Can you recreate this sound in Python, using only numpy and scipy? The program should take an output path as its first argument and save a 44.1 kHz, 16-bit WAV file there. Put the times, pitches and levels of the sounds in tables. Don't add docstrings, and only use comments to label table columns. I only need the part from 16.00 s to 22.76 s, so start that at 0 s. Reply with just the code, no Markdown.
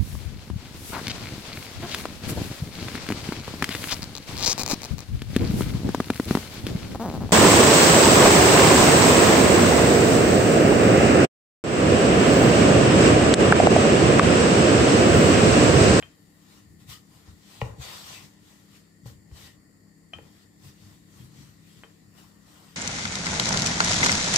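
import sys
import numpy as np
from scipy import signal
from scipy.fft import rfft, irfft
from scipy.io import wavfile
from scipy.ndimage import uniform_filter1d

SR = 44100
rng = np.random.default_rng(int(sys.argv[2]) if len(sys.argv) > 2 else 0)


def pcm_store(signal):
    levels = np.round(np.clip(np.atleast_2d(signal), -1, 1) * 32767)
    wavfile.write(sys.argv[1], SR, levels.astype(np.int16).T)


N = 298094

# pitch in Hz, level in dB, seconds to fade by 60 dB.
BOARD_TONES = [(317, -5.5, 0.041), (454, 3.5, 0.065), (569, 6, 0.027), (825, 2.5, 0.033),
               (1040, 5.5, 0.018), (1377, -14, 0.056), (1913, -3.5, 0.025), (2354, 1.5, 0.0084),
               (2854, -0.5, 0.011), (3770, -15, 0.0082), (4540, -12, 0.0062), (5800, -20, 0.0057)]
# frequency in Hz, likeness from 0 to 1,
# how far the left wave leads in radians, how much louder the left is in dB.
MIC_PAIR = [(30.2, 0.8, 0.98, 0), (70, 0.99, 0.44, 1.5), (130, 0.9, 0.065, 4), (188, 0.8, -0.81, 8.5),
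            (337, 0.37, 0.49, -0.5), (636, 0.66, -0.8, 8.5), (730, 0, 0.31, 10), (1180, 0, -1.48, 4),
            (1610, 0, -1.08, 3), (2500, 0.09, -0.76, 3.5), (3120, 0.24, -1.35, 6.5), (4000, 0, 0.26, 2),
            (6760, 0, 0.39, 2), (8300, 0.04, 1, 6.5), (11700, 0, -0.029, 3)]


def gain_of(db):
    return 10 ** (np.asarray(db) / 20)


def evened(x):
    return x / np.sqrt(np.mean(x ** 2) + 1e-20)


def wander(length, span):
    return evened(uniform_filter1d(uniform_filter1d(rng.standard_normal(length), span), span))


def look_up(table, hz, column=1):
    table = np.asarray(table)
    return np.interp(np.log(hz + 1), np.log(table[:, 0] + 1), table[:, column])


def add(mix, start, sound):
    part = mix[round(start * SR):][:len(sound)]
    part += sound[:len(part)]


def mic_gains(hz):
    left = gain_of(look_up(MIC_PAIR, hz, column=3) / 2) * np.exp(.5j * look_up(MIC_PAIR, hz, column=2))
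    return np.array([left, 1 / left])


def noise(colour_db, patchy_db, size):
    hop = size // 4
    hz, t = np.fft.rfftfreq(size, 1 / SR)[:, None], np.arange(N // hop + 5) * hop / SR
    a, b, c, d, patches = rng.standard_normal((len(t), len(hz), 5)).T
    patches = uniform_filter1d(patches, size // 80, axis=0)
    patches = evened(uniform_filter1d(patches, 3000 // hop, axis=1))
    likeness = np.clip(look_up(MIC_PAIR, hz), 0, 1)
    left = a + 1j * b
    right = likeness * left + np.sqrt(1 - likeness ** 2) * (c + 1j * d)
    spectra = np.array([left, right]) * mic_gains(hz) * gain_of(colour_db(hz, t) + patchy_db * patches)
    out = signal.istft(spectra, nperseg=size, noverlap=size - hop)[1][:, :N]
    return out / np.sqrt(np.mean(out.mean(0) ** 2))


def swells(peak, db, rise, hold, fall, roundness):
    step_s = .002
    t = np.arange(0, N / SR + step_s, step_s)[:, None]
    away = np.maximum(np.maximum((peak - t) / rise, (t - peak - hold) / fall), 0)
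    return t[:, 0], gain_of(db - 20 * away ** roundness) ** 2


def ring(tones, tilt_db):
    t = np.arange(SR // 4) / SR
    out = np.zeros(len(t))
    for k, (hz, db, fade_s) in enumerate(tones):
        level = gain_of(db + tilt_db * np.log2(hz / 1000) - 60 * t / fade_s)
        out += (-1) ** k * level * np.sin(2 * np.pi * hz * t)
    out *= 1 - np.exp(-t / 0.001)
    return out / abs(out).max()


def appliance():
    # frequency in Hz, level in dB.
    hiss_shape = [(15, -62), (25, 2), (183, -10.5), (313, -6.5), (741, -22.5), (1380, -35), (1530, -36.5),
                  (1950, -18.5), (3530, -44), (4620, -20), (5880, -31), (7290, -24.5), (15500, -39.5)]
    # pitch in Hz, width in Hz, boost in dB.
    whistles = [(265, 130, 7), (458, 8.6, 17), (1805, 260, 12), (4450, 230, 6), (7190, 540, 11)]
    # pitch in Hz, level in dB.
    motor_tones = [(100, -68.5), (165, -64.5), (200, -64.5), (300, -70)]
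    t = np.arange(N) / SR
    wavers_db = [2 * wander(N, span=3000) for _ in motor_tones]
    hum = np.zeros((2, N))
    for (hz, db), waver_db in zip(motor_tones, wavers_db):
        tone = np.sqrt(2) * np.sin(2 * np.pi * (hz * t + rng.random()))
        hum += gain_of(db + waver_db) * tone * abs(mic_gains(np.array([hz])))

    def colour(hz, _):
        whistle_db = sum(db / (1 + (2 * (hz - pitch) / width) ** 2) for pitch, width, db in whistles)
        return look_up(hiss_shape, hz) + whistle_db
    return gain_of(-61.5) * noise(colour, patchy_db=.6, size=2048) + hum


def board_rumble():
    # peak time in seconds, level in dB,
    # rise and fall in seconds, pitch in Hz.
    leans = [(.05, -52.5, 0.37, 0.057, 114), (.25, -62, .2, .12, 124), (.42, -71, 0.13, .9, 126),
             (.708, -51, 0.16, .35, 98), (.93, -52, 0.27, 0.13, 113), (1.15, -58.5, 0.16, 0.29, 112),
             (1.32, -50, .15, .11, 99), (1.65, -41, 0.073, 0.15, 107), (1.86, -55.5, .3, 0.54, 98),
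             (2.1, -55.5, 0.46, 0.3, 115), (2.256, -52.5, .3, 0.089, 118), (2.426, -56, 0.059, .12, 112),
             (2.72, -59.5, 0.29, 0.13, 119), (3.11, -47.5, 0.082, 0.19, 95), (3.32, -53, 0.044, 0.73, 105),
             (3.45, -58, .3, 0.09, 106), (4.17, -48.5, 0.054, 0.26, 107), (4.68, -47, 0.12, 0.084, 112),
             (4.83, -54, .07, 0.45, 108), (4.98, -59, 0.31, 0.12, 111), (5.21, -47, .11, 0.19, 117),
             (5.42, -50.5, 0.32, 0.32, 128), (5.79, -51.5, 0.12, 0.062, 112), (6.08, -56.5, 0.13, .45, 105),
             (6.72, -61.5, 1, .9, 120)]
    peak, db, rise, fall, lean_hz = np.transpose(leans)
    times, power = swells(peak, db, rise, 0, fall, roundness=0.83)
    rest_power, rest_hz = gain_of(-91) ** 2, 125
    total = power.sum(1) + rest_power
    pitch = (power @ lean_hz + rest_hz * rest_power) / total

    def colour(hz, t):
        off_pitch = np.log((hz + 1) / np.interp(t, times, pitch)) / 0.68
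        return -24 + 24 / (1 + off_pitch ** 2) - 20 * (hz > 400)
    flex = noise(colour, patchy_db=-1.1, size=2048)
    flex /= np.sqrt(uniform_filter1d(flex.mean(0) ** 2, 3500) + 0.019)
    return np.interp(np.arange(N) / SR, times, np.sqrt(total)) * flex


def flour_swish():
    # frequency in Hz, level in dB.
    flour_shape = [(210, -33), (350, -5), (692, -4.5), (786, -1.5), (906, -3.5), (1050, 0.5), (1660, -3),
                   (1880, -1.5), (2170, -5), (3720, -2), (8090, -6.5), (10400, -19.5), (14500, -27),
                   (15500, -31)]
    # peak time in
    # seconds, level in dB, rise, hold and fall in seconds, then treble and body in dB above that level.
    strokes = [(0.032, -63, 0.13, .01, 0.18, -9, -1), (0.197, -74.5, 0.28, 0.31, 0.22, 1.5, -3.5),
               (0.524, -61.5, 0.2, 0.057, 0.14, -7, -5), (0.804, -64.5, 0.033, 0.031, 0.054, -3.5, -5),
               (0.899, -48, 0.035, 0.034, 0.077, -4.5, -10.5), (1.14, -64, 0.2, .04, 0.24, -4, -6),
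               (1.278, -63.5, 0.15, 0.021, 0.084, -12, -0.5), (1.515, -56.5, 0.21, 0.074, .05, -6.5, -8),
               (1.612, -52, 0.016, 0.0078, 0.039, -9, -4), (1.648, -58, .04, 0.0086, 0.15, -12, 4),
               (1.822, -46.5, 0.045, 0.13, 0.35, -8.5, -6.5), (2.09, -48.5, 0.21, 0.06, 0.14, -8, -7),
               (2.226, -57, 0.085, .03, 0.061, -5, -13), (2.487, -62, 0.14, .03, 0.47, -5.5, -5.5),
               (2.754, -61, 0.13, .02, 0.1, -6, -6), (3.065, -57, 0.024, 0.016, 0.095, -4, -5.5),
               (3.375, -54, 0.075, 0.097, 0.094, -8, -6.5), (4.137, -62.5, 0.0097, 0.0079, 0.074, -21, 4),
               (4.255, -67, .2, 0.18, 0.12, -6, -6.5), (4.647, -59, 0.083, 0.045, .09, -3.5, -6.5),
               (4.82, -62.5, 0.17, .12, .13, -6.5, -6.5), (5.184, -62, 0.27, 0.078, 0.063, -4, -6.5),
               (5.374, -61, .16, 0.053, 0.3, -7, -5.5), (5.683, -63.5, 0.17, 0.11, 0.4, -6, -11),
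               (6.184, -60.5, .08, .01, 0.29, -3.5, -2), (6.49, -62, 0.11, 0.23, .2, -6, -3)]
    still_hiss_db, still_treble_db, still_body_db = -81, -78.5, -76.5
    *stroke_shape, treble_db, body_db = np.transpose(strokes)
    times, power = swells(*stroke_shape, roundness=1.007)

    def band(low_hz, high_hz, relative_db, still_db):
        def colour(hz, _):
            above_low, above_high = (1 / (1 + (edge / (hz + 1)) ** 12) for edge in (low_hz, high_hz))
            band_db = 10 * np.log10(above_low * (1 - above_high) + 1e-5)
            board_db = sum(1.8 / (1 + (2 * (hz - pitch) / 70) ** 2) for pitch, _, _ in BOARD_TONES)
            return look_up(flour_shape, hz) + board_db + band_db
        level = np.sqrt(power @ gain_of(relative_db) ** 2 + gain_of(still_db) ** 2)
        return np.interp(np.arange(N) / SR, times, level) * noise(colour, patchy_db=1.98, size=1024)
    grit = gain_of(0.51 * evened(uniform_filter1d(rng.standard_normal(N), 120)))
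    hiss = band(1755, 9900, np.zeros(len(strokes)), still_hiss_db)
    fine_treble = band(12400, SR, treble_db, still_treble_db)
    dull_body = band(1, 1570, body_db, still_body_db)
    return grit * (hiss + fine_treble + dull_body)


def dry_clicks():
    # start in seconds, tick level in dB, tick pitch in Hz, ring in dB.
    clicks = [(0.0256, -25.5, 2320, -42.5), (.030, -33, 1290, -34), (1.6151, -34.5, 4570, -47),
              (3.314, -49, 1500, -65), (4.1346, -29, 2200, -26.5), (4.186, -36, 1890, -59),
              (5.8353, -30, 1470, -42), (5.8435, -39, 1300, -61)]
    # pitch in Hz, level in dB, seconds to fade by 60 dB.
    pin_tones = [(698, 8.5, 0.017), (1296, 1.5, 0.029), (1830, -12, 0.041), (2450, 7.5, 0.017),
                 (3040, -1.5, 0.051), (3154, 5.5, 0.046), (4080, -17, 0.018), (5660, -17, .02)]
    out = np.zeros(N)
    t = np.arange(SR // 3) / SR - .0006
    for start, tick_db, hz, ring_db in clicks:
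        tick = -np.cos(2 * np.pi * hz * t) * np.exp(-(t / 0.00026) ** 2)
        add(out, start, gain_of(tick_db) * tick)
        add(out, start, gain_of(ring_db) * ring(pin_tones, tilt_db=2.5))
    return out


def dough_thuds():
    # start in seconds, level in dB, pitch in Hz, seconds to fade by 60 dB,
    # swell in seconds, the counter's tone in dB compared with the push.
    pats = [(.879, -25, 127, 0.052, 0.01, -14.5), (1.279, -40, 90.5, 0.14, 0.0052, -4),
            (1.622, -21, 121.4, 0.13, 0.00084, -9), (1.698, -31.5, 109.4, 0.17, 0.0029, -7),
            (1.782, -27, 130, 0.12, 0.0083, -4), (3.032, -37, 134, 0.058, 0.0022, -28),
            (3.057, -33, 120, 0.2, 0.00076, -21.5), (3.319, -31.5, 79, 0.069, 0.0022, -9),
            (4.136, -51, 77, 0.14, 0.0028, -1), (4.643, -45, 134, 0.13, .005, -6),
            (4.811, -45, 100.6, 0.48, 0.0084, -19), (5.188, -40, 127, 0.46, .015, -20),
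            (5.373, -37, 141, 0.21, 0.014, -27)]
    counter_hz, counter_fade_s = 72, 0.17
    out, t = np.zeros(N), np.arange(SR // 3) / SR
    for start, db, hz, fade_s, swell_s, counter_db in pats:
        rise = 1 - np.exp(-t / swell_s)
        push = np.sin(2 * np.pi * hz * t) * gain_of(-60 * t / fade_s)
        counter = np.sin(2 * np.pi * counter_hz * t) * gain_of(counter_db - 60 * t / counter_fade_s)
        add(out, start, gain_of(db) * rise * (push + counter))
    return out


def squeaks():
    # start in seconds, length in seconds, level in dB, pitch in Hz.
    rubs = [(0.882, 0.12, -62, 1202), (.89, 0.095, -57, 3000), (3.421, 0.12, -59, 1917),
            (5.17, .08, -65, 3240), (5.671, 0.085, -67, 3220), (6.169, 0.043, -62, 2900)]
    out, t = np.zeros(N), np.arange(SR // 4) / SR
    for start, length, db, hz in rubs:
        phase = 2 * np.pi * hz * t
        rough_tone = wander(len(t), span=150) * np.cos(phase) + wander(len(t), span=150) * np.sin(phase)
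        stroke = np.sin(np.pi * np.clip(t / length, 0, 1)) ** 2
        add(out, start, gain_of(db) * stroke * rough_tone)
    return out


def board_knocks():
    # start in seconds, level in dB, brightness in dB per octave.
    knocks = [(1.615, -18.5, 4), (3.058, -42, -2.5), (3.314, -54, -1), (4.1863, -39, -2),
              (5.844, -47.5, -8)]
    out = np.zeros(N)
    for start, db, tilt_db in knocks:
        add(out, start, gain_of(db) * ring(BOARD_TONES, tilt_db))
    return out


def room_echo(sound):
    # frequency in Hz, seconds to fade by 60 dB.
    fade_times = [(200, 0.61), (1000, 0.45), (4000, 0.24)]
    echoes = np.zeros((2, SR // 2))
    slots = np.arange(120, SR // 2 - 20, 20)
    arrivals = slots + rng.integers(0, 20, (2, len(slots)))
    np.put_along_axis(echoes, arrivals, rng.choice([-1., 1.], arrivals.shape), 1)
    hz, t, spectra = signal.stft(echoes, SR, nperseg=256)
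    fade_db = -60 * t / look_up(fade_times, hz)[:, None]
    bass_cut_db = 20 * (hz < 200)[:, None]
    tail = signal.istft(spectra * gain_of(fade_db - bass_cut_db), SR, nperseg=256)[1]
    return signal.fftconvolve(sound[None], tail / np.linalg.norm(tail[0]), axes=1)[:, :N]


def scene():
    hits = dry_clicks() + dough_thuds() + squeaks() + board_knocks()
    direct = irfft(rfft(hits) * mic_gains(np.fft.rfftfreq(N, 1 / SR)), N)
    echo = gain_of(-8.0) * room_echo(hits) * gain_of([[1.9], [-2.1]])
    return direct + echo + flour_swish() + board_rumble() + appliance()


def record(dry):
    lowest_hz, highest_hz = 47, 15600
    thin = signal.sosfilt(signal.butter(4, lowest_hz, "high", fs=SR, output="sos"), dry)
    treble_cut = signal.firwin(511, highest_hz, window=("kaiser", 9), fs=SR)
    return signal.oaconvolve(thin, treble_cut[None], "same")


dry = scene()
out = record(dry)
pcm_store(out)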